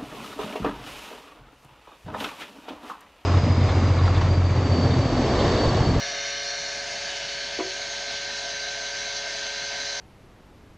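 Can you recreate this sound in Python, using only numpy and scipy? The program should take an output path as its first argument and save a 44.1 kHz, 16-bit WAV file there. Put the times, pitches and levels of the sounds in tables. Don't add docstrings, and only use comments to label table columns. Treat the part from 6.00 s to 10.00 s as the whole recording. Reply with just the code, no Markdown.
import sys
import numpy as np
from scipy import signal
from scipy.fft import rfft, irfft, next_fast_len
from scipy.io import wavfile
from scipy.ndimage import uniform_filter1d, map_coordinates

SR = 44100
rng = np.random.default_rng(int(sys.argv[2]) if len(sys.argv) > 2 else 0)


def store_wav(level_fs):
    pcm = np.round(np.clip(np.atleast_2d(level_fs), -1, 1) * 32767)
    wavfile.write(sys.argv[1], SR, pcm.T.astype(np.int16))


N = 176400

# time in seconds, turns per second.
ROTOR_SPEED = [(0, 140.95), (.5, 141.05), (1.05, 141.1), (1.3, 140.8), (1.85, 141.1), (2.5, 140.92),
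               (4, 140.92)]
# time in seconds, side (0 is the face, 1 the edge, 2 the back).
MIC_PATH = [(0, 0), (.5, 0.24), (1, 0.84), (1.6, 1.31), (2, 1.49), (2.5, 1.95), (4, 2.06)]
# multiple of the rotor speed, then level in dB at face, edge and back.
SHAFT_TONES = [(3, -52, -54.5, -52), (4, -43.5, -45, -46), (5, -46.5, -63.5, -57.5), (6, -66, -62, -60.5),
               (7, -63, -60.5, -55.5), (8, -54.5, -64, -62), (9, -54, -59, -57.5), (10, -61, -61.5, -57),
               (11, -44, -46.5, -41), (12, -46, -55.5, -64), (13, -51.5, -56, -52), (14, -54, -58, -57.5),
               (15, -47.5, -50.5, -49), (17, -50, -51, -57), (19, -64, -57.5, -53.5), (21, -53, -58, -52.5),
               (22, -71, -50.5, -55), (24, -66, -51, -53), (26, -57.5, -65.5, -65.5),
               (27, -55.5, -51.5, -54), (31, -50, -49.5, -53), (32, -53, -48, -48.5)]
# time in seconds, level in dB.
AIR_LEVEL = [(0, -31.5), (.35, -31.5), (.7, -33), (1.5, -33), (2.3, -33), (3.2, -32.5), (4, -32)]
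# frequency in Hz, relative level in dB.
AIR_SPECTRUM = [(25, -100), (65, -80), (120, -79.5), (210, -79), (330, -78.5), (480, -83), (600, -73.5),
                (655, -65.5), (720, -64.5), (775, -80), (910, -72), (1060, -82.5), (1340, -81), (1480, -72),
                (1600, -67), (1780, -68.5), (1930, -75.5), (2210, -67), (2320, -73), (3300, -72),
                (5200, -71.5), (6450, -73.5), (7000, -80.5), (7600, -89.5), (8200, -95), (9700, -99)]
AIR_PULSES = [(1, 0.03), (2, 0.09), (5, 0), (6, 0), (7, 0.09), (8, 0.11)]
# frequency in Hz, width in Hz,
# boost in dB (below zero weakens), side it aims at, beam width in sides.
CASING_BEAMS = [(1564, 57, 4, 2, .45), (1720, 150, 2.5, 0.084, 0.36), (2120, 120, 7, 0, 0.4),
                (2970, 250, 6, 1.05, 0.23), (2970, 280, 4.5, 0, 0.37), (3310, 170, -9.5, 0.59, 0.47),
                (3640, 130, 11, .03, .45), (4058, 314, 9.5, 1.85, 0.83), (4290, 280, 11.5, 0.21, .42),
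                (4400, 130, 13.5, 1.245, 0.21), (4330, 100, 1.5, 1.9, .3), (4520, 86, 10.5, .75, 0.14),
                (4695, 170, 5.5, 2, 0.17), (4640, 130, -4, 0.37, .5), (4960, 60, 3, 1, .7),
                (5350, 170, 4, 2.3, .4), (5766, 260, 12, .2, 0.44), (5840, 190, 4.5, 1.9, .35),
                (6250, 160, 8.5, 2, 0.16), (6480, 150, 9, 1.4, 0.22)]
# start in seconds, gain in dB, brightness in Hz.
KNOCK_CONTACTS = [(1.5887, -19.5, 490), (1.5975, -25, 1700), (1.6046, -27.5, 1110)]
# pitch in Hz, relative level in dB, seconds to fade by 60 dB.
KNOCK_RINGS = [(314, -11, 0.068), (329, -5, 0.12), (377, -14, 0.4), (391, -17, .25), (418, -3, 0.08),
               (501, -10, 0.28), (686, -6.5, 0.12), (880, -17, 0.057), (998, -10, 0.088),
               (1120, -13.5, 0.033), (1420, -14, 0.061)]
# pitch in Hz, level in dB, phase waver in radians.
HUM_TONES = [(47, -58, .6), (121.2, -64.5, .1)]


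def shaft_tones(angle, side, gain_db=.5, flutter_rate=55):
    out = np.zeros(N)
    side_shares = np.maximum(0, 1 - np.abs(side - np.arange(3)[:, None]))
    for multiple, *side_db in SHAFT_TONES:
        flutter_db = .6 if multiple <= 4 else 1.7
        flutter = unit(amp(flutter_db * wobble(flutter_rate)))
        phase_drift = np.log(amp(flutter_db)) * wobble(flutter_rate) + rng.uniform(0, 2 * np.pi)
        level = amp(side_db) @ side_shares
        out += level * flutter * np.sin(round(multiple) * angle + phase_drift)
    return np.sqrt(2) * amp(gain_db) * out


def air_rush(angle, side, swell_db=.33):
    pulses = 1 + sum(depth * np.cos(round(per_turn) * angle + rng.uniform(0, 2 * np.pi))
                     for per_turn, depth in AIR_PULSES)
    hiss = bench_echoes(patchy_noise(depth_db=1.5) * pulses)
    hz, t, bands = signal.stft(hiss, SR, nperseg=4096)
    hz = hz[:, None]
    mic_side = np.interp(t * SR, np.arange(N), side)
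    boost_db = 0
    for centre, width, db, aim, spread in CASING_BEAMS:
        in_beam = np.exp(-((mic_side - aim) / spread) ** 2)
        boost_db += in_beam * db / (1 + (2 * (hz - centre) / width) ** 2)
    colour = amp(along(AIR_SPECTRUM, hz) + boost_db)
    colour /= np.linalg.norm(colour, axis=0)
    air = signal.istft(bands * colour, SR, nperseg=4096)[1][:N]
    return unit(air) * amp(curve(AIR_LEVEL) - swell_db * wobble(16))


def patchy_noise(depth_db):
    bands = signal.stft(rng.standard_normal(N), nperseg=512)[2]
    patches = uniform_filter1d(rng.standard_normal(bands.shape), size=6, axis=0)
    patches = uniform_filter1d(patches, size=8, axis=1)
    return signal.istft(bands * amp(depth_db * unit(patches)), nperseg=512)[1][:N]


def bench_echoes(x, count=8, gain_db=-13, treble_hz=930, far_delay_s=.02, slide_s=.000404):
    treble = filtered(x, lambda hz: hz ** 2 / (hz ** 2 + treble_hz ** 2))
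    side, echoes = curve(MIC_PATH), np.zeros(N)
    for distance, direction in rng.uniform(0, 1, (count, 2)):
        delay_s = far_delay_s * (.1 + .9 * distance) + slide_s * (2 * direction - 1) * side
        echoes += np.interp(np.arange(N) - delay_s * SR, np.arange(N), treble)
    return x + amp(gain_db) * echoes / np.sqrt(count)


def knock(thud_db=-9.5, thud_fade_s=.12, thud_low_hz=297, lowest_hz=285):
    out, t = np.zeros(N + SR), np.arange(SR // 2) / SR
    ring = sum(amp(db - 60 * t / fade_s) * np.sin(2 * np.pi * hz * t) for hz, db, fade_s in KNOCK_RINGS)
    for start_s, db, bright_hz in KNOCK_CONTACTS:
        thud_high_hz = max(bright_hz, thud_low_hz * 2)
        band = signal.butter(2, [thud_low_hz, thud_high_hz], "bandpass", fs=SR, output="sos")
        noise = unit(signal.sosfilt(band, rng.standard_normal(len(t))))
        thud = noise * amp(thud_db - 60 * t / thud_fade_s)
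        soften = signal.butter(2, bright_hz, fs=SR, output="sos")
        out[round(start_s * SR):][:len(t)] += amp(db) * (signal.sosfilt(soften, ring) + thud)
    low_cut = signal.butter(6, lowest_hz, "highpass", fs=SR, output="sos")
    return signal.sosfilt(low_cut, out[:N])


def workshop(x, fade_s=.25, echo_db=-9):
    t = np.arange(SR // 2) / SR
    tail = rng.standard_normal(len(t)) * amp(-60 * t / fade_s)
    return x + amp(echo_db) * signal.fftconvolve(x, tail / np.linalg.norm(tail))[:N]


def hum(sway_db=.5):
    out, t = np.zeros(N), np.arange(N) / SR
    for hz, db, waver in HUM_TONES:
        level = np.sqrt(2) * amp(db + sway_db * wobble(8.3))
        out += level * np.sin(2 * np.pi * hz * t + waver * wobble(1.3))
    return out


def amp(db):
    return 10 ** (np.asarray(db) / 20)


def unit(x):
    return x / np.sqrt(np.mean(x ** 2) + 1e-20)


def along(points, hz):
    point_hz, values = np.transpose(points)
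    return np.interp(np.log(hz + 1), np.log(point_hz + 1), values)


def curve(rows):
    return np.interp(np.arange(N) / SR, *np.transpose(rows))


def wobble(rate):
    points = rng.standard_normal(int(N * rate / SR) + 4)
    return map_coordinates(points, [np.arange(N) * rate / SR + 1])


def filtered(x, response):
    size = next_fast_len(N + SR // 4)
    return irfft(rfft(x, size) * response(np.fft.rfftfreq(size, 1 / SR)), size)[:N]


def scene(jitter_hz=.06):
    turns_per_s = curve(ROTOR_SPEED) + jitter_hz * wobble(12)
    angle = 2 * np.pi * np.cumsum(turns_per_s) / SR
    side = np.clip(curve(MIC_PATH), 0, 2)
    mono = air_rush(angle, side) + workshop(knock()) + hum() + shaft_tones(angle, side)
    return np.array([mono, mono])


def record(dry, top_hz=9900):
    return np.array([filtered(channel, lambda hz: hz < top_hz) for channel in dry])


dry = scene()
out = record(dry)
store_wav(out)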